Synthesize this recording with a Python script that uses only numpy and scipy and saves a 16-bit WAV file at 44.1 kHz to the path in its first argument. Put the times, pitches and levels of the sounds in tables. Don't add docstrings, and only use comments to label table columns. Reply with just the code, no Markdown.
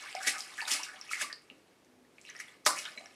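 import sys
import numpy as np
from scipy import signal
from scipy.fft import rfft, irfft
from scipy.io import wavfile

SR = 44100
rng = np.random.default_rng(int(sys.argv[2]) if len(sys.argv) > 2 else 0)


def voltage_ratio(decibels):
    exponent = np.asarray(decibels, float) / 20
    return 10 ** exponent


def bounce(signal):
    frames = np.transpose(np.atleast_2d(signal))
    limited = np.clip(frames, -1, 1)
    pcm = np.round(limited * 32767).astype(np.int16)
    wavfile.write(sys.argv[1], SR, pcm)


N = 138915
TIME_S = np.arange(N) / SR


def rms_one(x):
    return x / np.sqrt(np.mean(x ** 2) + 1e-20)


def at_hz(points, hz):
    table_hz, value = np.transpose(points)
    return np.interp(np.log(hz), np.log(table_hz), value)


def colour(x, points):
    hz = np.maximum(np.fft.rfftfreq(len(x), 1 / SR), 1)
    return rms_one(irfft(rfft(x) * voltage_ratio(at_hz(points, hz)), len(x)))


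def butter(x, order, hz, kind="low"):
    return signal.sosfilt(signal.butter(order, hz, kind, fs=SR, output="sos"), x)


def add(out, start_s, piece):
    i = int(start_s * SR)
    out[i:i + len(piece)] += piece


def ring(clicks, hz, t60_s):
    radius = voltage_ratio(-60 / (t60_s * SR))
    turn = 2 * np.pi * hz / SR
    return signal.lfilter([.5, 0, -.5], [1, -2 * radius * np.cos(turn), radius * radius], clicks + 1e-18)


def bubbles(points, per_s, cycles, count=70):
    spread_db, clump_db, clump_s = 2.2, 3.0, 0.012
    sizes = voltage_ratio(spread_db * np.minimum(rng.exponential(1, N), 4.5)) * rng.choice([-1, 1], N)
    born = rng.random(N) < per_s / SR
    dealt = rng.integers(0, count, N)
    clumps = rng.standard_normal((count // 5 + 1, 800))
    out = np.zeros(N)
    for k, hz in enumerate(np.geomspace(300, 14000, count)):
        clump = voltage_ratio(clump_db * np.interp(TIME_S / clump_s, np.arange(800), clumps[k // 5]))
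        bursts = sizes * clump * born * (dealt == k)
        out += voltage_ratio(at_hz(points, hz)) * np.sqrt(hz) * rms_one(ring(bursts, hz, cycles / hz))
    return rms_one(out)


def plip(hz, cycles):
    rise, swell_share = 0.043, 0.08
    turns = hz * np.arange(int(cycles / hz * SR) + 2) / SR
    tone = np.sin(2 * np.pi * turns * (1 + rise * turns / cycles))
    swell = np.minimum(turns / (swell_share * cycles), 1) ** 2
    return tone * voltage_ratio(-60 * turns / cycles) * swell


def strikes(rows):
    trim_db, tick_db, tick_reach, tick_top_hz = -0.5, -16, 2.5, 9000
    out = np.zeros(N + SR)
    for start_s, peak_db, pitch_hz, ring_cycles in rows:
        tick = rng.standard_normal(60) * np.exp(-np.arange(60) / 17.0)
        tick = butter(tick, 2, min(tick_reach * pitch_hz, tick_top_hz))
        add(out, start_s, voltage_ratio(peak_db + trim_db) * plip(pitch_hz, ring_cycles))
        add(out, start_s, voltage_ratio(peak_db + tick_db) * tick)
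    return out[:N]


# freq_hz, level_db_per_hz
FLOOR_COLOUR = [(18, -66), (30, -25), (62, -24), (85, -16.5), (222, -10), (260, -7), (420, -8), (754, -15),
                (1410, -19.5), (15000, -35)]
# start_s, end_s, pitch_hz, level_db
ROOM_HUM = (1.85, 2.12, 250, -65.5)


def background():
    floor_db = -65.5
    start_s, end_s, pitch_hz, level_db = ROOM_HUM
    fade = np.clip(np.minimum(TIME_S - start_s, end_s - TIME_S) * 20, 0, 1)
    hum = voltage_ratio(level_db) * fade * np.sin(2 * np.pi * pitch_hz * TIME_S)
    return voltage_ratio(floor_db) * colour(rng.standard_normal(N), FLOOR_COLOUR) + hum


# time_s, level_db
SLOSH_LEVEL = [(0.0, -45.5), (0.27, -48), (0.41, -49.5), (0.63, -48), (0.76, -39), (0.89, -55),
               (1.17, -50.5), (1.46, -67), (1.54, -67.5), (2.05, -80), (2.24, -69), (2.36, -53),
               (2.5, -56.5), (2.7, -83), (2.82, -49.5), (2.86, -46.5), (3.02, -57), (3.15, -61.5)]
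# freq_hz, level_db_per_hz
SLOSH_COLOUR = [(300, -32), (700, -4), (1300, 2), (2200, 6.5), (3700, -1), (5500, -3), (9500, -9),
                (14000, -29)]


def slosh():
    time_s, level_db = np.transpose(SLOSH_LEVEL)
    fizz = bubbles(SLOSH_COLOUR, per_s=4500, cycles=30, count=80)
    return voltage_ratio(np.interp(TIME_S, time_s, level_db) - 4) * fizz


# start_s, length_s, level_db, pitch_hz,
# pitch_rise_share
AIR_POCKETS = [(0.02, 0.03, -54.5, 1280, 0.05), (0.033, 0.02, -56, 1050, 0.03),
               (0.058, 0.025, -44.5, 1636, 0.042), (0.26, 0.16, -58.5, 765, .02),
               (0.202, 0.082, -45.5, 1570, 0.044), (0.263, 0.036, -31.5, 1910, 0.05),
               (0.268, 0.04, -35, 2380, 0.026), (0.327, 0.041, -40.5, 1560, 0.061),
               (0.337, 0.055, -49, 1260, 0.03), (0.331, 0.045, -47.5, 2100, 0.05),
               (0.513, 0.024, -54, 1006, 0.12), (0.583, 0.044, -39, 1700, 0.039),
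               (0.62, 0.11, -51.5, 868, 0.053), (0.676, 0.13, -48.5, 1304, 0.23),
               (0.721, 0.17, -47, 2700, 0.1), (0.787, 0.027, -49.5, 900, 0.089),
               (0.862, 0.1, -49, 1550, 0.14), (0.928, 0.04, -60.5, 750, 0.059),
               (0.951, 0.032, -51.5, 3060, 0.039), (0.974, 0.032, -58, 1220, 0.072),
               (1.146, 0.075, -43.5, 1870, 0.042), (1.168, 0.023, -45, 1400, 0.068),
               (1.22, 0.03, -45.5, 967, 0.32), (1.299, 0.038, -47, 1700, 0.047),
               (2.249, 0.074, -53.5, 2650, .05), (2.289, 0.021, -47.5, 1950, .05),
               (2.27, .04, -54, 3750, .03), (2.348, 0.026, -49, 1770, 0.087),
               (2.39, 0.031, -46.5, 1810, 0.098), (2.506, 0.043, -62, 1930, .03),
               (2.67, 0.048, -40, 994, 0.1), (2.684, 0.034, -37.5, 1330, 0.043),
               (2.753, 0.035, -41, 1940, 0.062), (2.765, 0.037, -42, 2600, 0.03),
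               (2.793, 0.043, -52, 2000, 0.024), (2.852, 0.044, -48, 1510, 0.065),
               (2.854, 0.025, -44, 3070, 0.1), (2.971, 0.015, -47.5, 2100, 0.046),
               (2.96, 0.026, -61, 596, 0.069), (2.993, 0.029, -61, 644, 0.11),
               (3.032, 0.032, -65, 710, 0.042), (3.057, 0.013, -53.5, 1850, 0.03)]


def pockets():
    per_s, cycles, scatter = 350, 19.1, 0.06
    out = np.zeros(N + SR)
    for start_s, length_s, level_db, pitch_hz, rise in AIR_POCKETS:
        gap, pitch, size = rng.random((3, 50))
        late_s = np.cumsum(-np.log(1 - gap)) / per_s
        for wait, p, z in zip(late_s[late_s < length_s] / length_s, pitch, size):
            hz = pitch_hz * (1 + rise * wait + scatter * (2 * p - 1))
            db = level_db + 13.5 - 4.46 * z - 4.1 * wait
            add(out, start_s + wait * length_s, voltage_ratio(db) * plip(hz, cycles))
    return out[:N]


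# start_s, peak_db, pitch_hz, ring_cycles
CLAPS_AND_DRIPS = [(.274, -17, 2200, 7), (.7155, -19, 2600, 7), (1.216, -36, 600, 10), (2.652, -24, 6050, 30),
                   (2.6615, -22, 2300, 8), (2.6644, -3, 1300, 4.5), (2.6646, -7, 5300, 12),
                   (2.6652, -14, 2300, 8), (2.667, -27, 560, 10), (2.668, -17, 980, 12), (2.69, -22, 1050, 14),
                   (2.706, -25, 900, 12), (2.6715, -16, 1350, 8), (2.679, -17, 1400, 7), (2.682, -25, 680, 8),
                   (1.3279, -20, 4700, 24), (.832, -19, 5700, 25), (2.351, -34, 2300, 8), (.128, -25, 2800, 9)]


def claps_and_drips():
    return strikes(CLAPS_AND_DRIPS)


# start_s,
# peak_db, pitch_hz, ring_cycles
FALLING_DROPS = [(0.149, -24, 720, 20.6), (0.151, -36.5, 757.6, 170), (0.248, -25, 1890, 34),
                 (0.579, -29, 1930, 23), (0.606, -19, 2570, 18.4), (0.616, -32, 929, 69),
                 (0.676, -27.5, 1440, 33), (1.092, -31, 2480, 45), (1.111, -26, 1327, 48),
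                 (1.133, -14, 2070, 18), (1.211, -21.5, 1640, 33), (1.301, -32, 1810, 34),
                 (1.5, -31, 2750, 23), (2.048, -53, 1850, 40), (2.183, -35.5, 2370, 16),
                 (2.246, -49, 2400, 25), (2.4, -26.5, 2000, 32), (2.853, -27, 3080, 37),
                 (2.977, -38, 2540, 16), (3.058, -30.5, 1990, 4.8),
                 (0.1511, -21, 5080, 18), (0.232, -26.5, 5460, 46), (0.383, -20.5, 5770, 17),
               (0.4058, -19, 5040, 27), (0.616, -23, 4470, 34), (0.6534, -26, 3640, 36),
               (0.834, -25, 5560, 81), (1.0127, -24.5, 5450, 42), (1.42, -49, 9500, 12),
               (1.8475, -46.5, 5900, 15), (2.2134, -37.5, 7400, 20), (2.215, -42, 5900, 25),
               (2.263, -41, 5400, 30), (2.2996, -29.5, 6010, 46), (2.3647, -33.5, 5460, 44),
               (2.391, -36, 6460, 57), (2.4019, -29, 5730, 45), (2.4828, -42, 3380, 69),
               (2.789, -18, 5670, 23), (2.8527, -27.5, 5240, 23), (2.858, -33, 3670, 110),
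               (2.9183, -38.5, 5000, 50), (2.975, -33, 3980, 94), (3.0587, -35, 5510, 55)]


def drops():
    return strikes(FALLING_DROPS)


# peak_s, spray_db, rise_s, fall_t60_s, lowest_bubble_hz
SLAP_HITS = [(0.231, -42, 0.023, 0.13, 1500), (0.274, -26.5, 0.011, 0.18, 1330),
             (0.393, -42, 0.021, 0.26, 2920), (0.572, -46.5, 0.0021, 0.6, 5600),
             (0.679, -33, 0.0049, 0.12, 1140), (0.714, -26.5, 0.0087, 0.17, 1700),
             (0.735, -40, 0.028, 0.21, 2020), (0.834, -43, 0.0049, 0.21, 2300),
             (1.115, -38, 0.011, 0.12, 1150), (1.14, -44, 0.015, 0.18, 1500),
             (1.218, -34, 0.027, 0.16, 690), (2.295, -61.5, 0.13, 0.053, 1390),
             (2.406, -43.5, 0.011, 0.051, 1570), (2.666, -20.5, 0.0062, 0.053, 514),
             (2.684, -29, 0.0086, 0.16, 4330), (2.791, -41, 0.051, 0.22, 3630)]
# freq_hz, level_db_per_hz
SPRAY_COLOUR = [(300, -45), (700, -26), (1300, -20.5), (2200, 5), (3700, -5.5), (5500, 1), (9500, -6.5),
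                (14000, -47)]


def slaps():
    out = np.zeros(N)
    spray = bubbles(SPRAY_COLOUR, per_s=13000, cycles=11.0)
    for peak_s, spray_db, rise_s, fall_t60_s, low_hz in SLAP_HITS:
        before, after = (peak_s - TIME_S) / (4 * rise_s), (TIME_S - peak_s) / fall_t60_s
        swell = voltage_ratio(spray_db - 60 * np.where(TIME_S < peak_s, before, after))
        out += butter(swell * spray, 3, low_hz, "high")
    return out


# start_s, level_db
WALL_PUSHES = [(0.268, -49), (0.714, -53.5), (1.217, -55.5), (1.509, -60.5), (2.278, -68.5), (2.49, -69),
               (2.665, -52), (2.971, -60)]


def tub_wall():
    push_t60_s, mode_t60_s = 0.11, 0.039
    push = np.zeros(N)
    for start_s, level_db in WALL_PUSHES:
        push += voltage_ratio(level_db - 60 * np.abs(TIME_S - start_s) / push_t60_s) * (TIME_S > start_s)
    modes_hz = [179, 251, 255.5, 380, 528]
    return sum(ring(push * rng.standard_normal(N), hz, mode_t60_s) for hz in modes_hz) / 10


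# freq_hz, t60_s
ROOM_DECAY = [(200, 0.76), (700, 0.47), (2000, 0.31), (5000, 0.28), (12000, 0.23)]


def bathroom(x):
    room_db, early_share, first_echo_s = -1, 0.06, 0.00191
    tub_echo_db, tub_echo_t60_s = 11, 0.02
    t = np.arange(SR) / SR
    share = np.minimum(early_share + 30 * t ** 2, 1)
    dense = rng.standard_normal(SR) * (rng.random(SR) < share) / np.sqrt(share)
    tail = np.zeros(SR)
    for low_hz in 100 * 2 ** np.arange(0, 8.):
        band = butter(dense, 2, [low_hz, min(2 * low_hz, 20000)], "band")
        tail += band * voltage_ratio(-60 * t / at_hz(ROOM_DECAY, 2.4 * low_hz))
    tail *= (t > first_echo_s) * (1 + voltage_ratio(tub_echo_db - 60 * t / tub_echo_t60_s))
    return voltage_ratio(room_db) * signal.fftconvolve(x, tail / np.sqrt(np.sum(tail ** 2)))[:N]


def scene():
    water = slosh() + pockets() + claps_and_drips() + drops() + slaps() + tub_wall()
    water = butter(water, 4, 210, "high")
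    return (water + bathroom(water) + background())[None]


def band_limit(x):
    return signal.sosfilt(signal.butter(12, 15700, fs=SR, output="sos"), x)


def record(dry):
    mix = butter(dry, 4, 13300)
    return band_limit(mix)


dry = scene()
out = record(dry)
bounce(out)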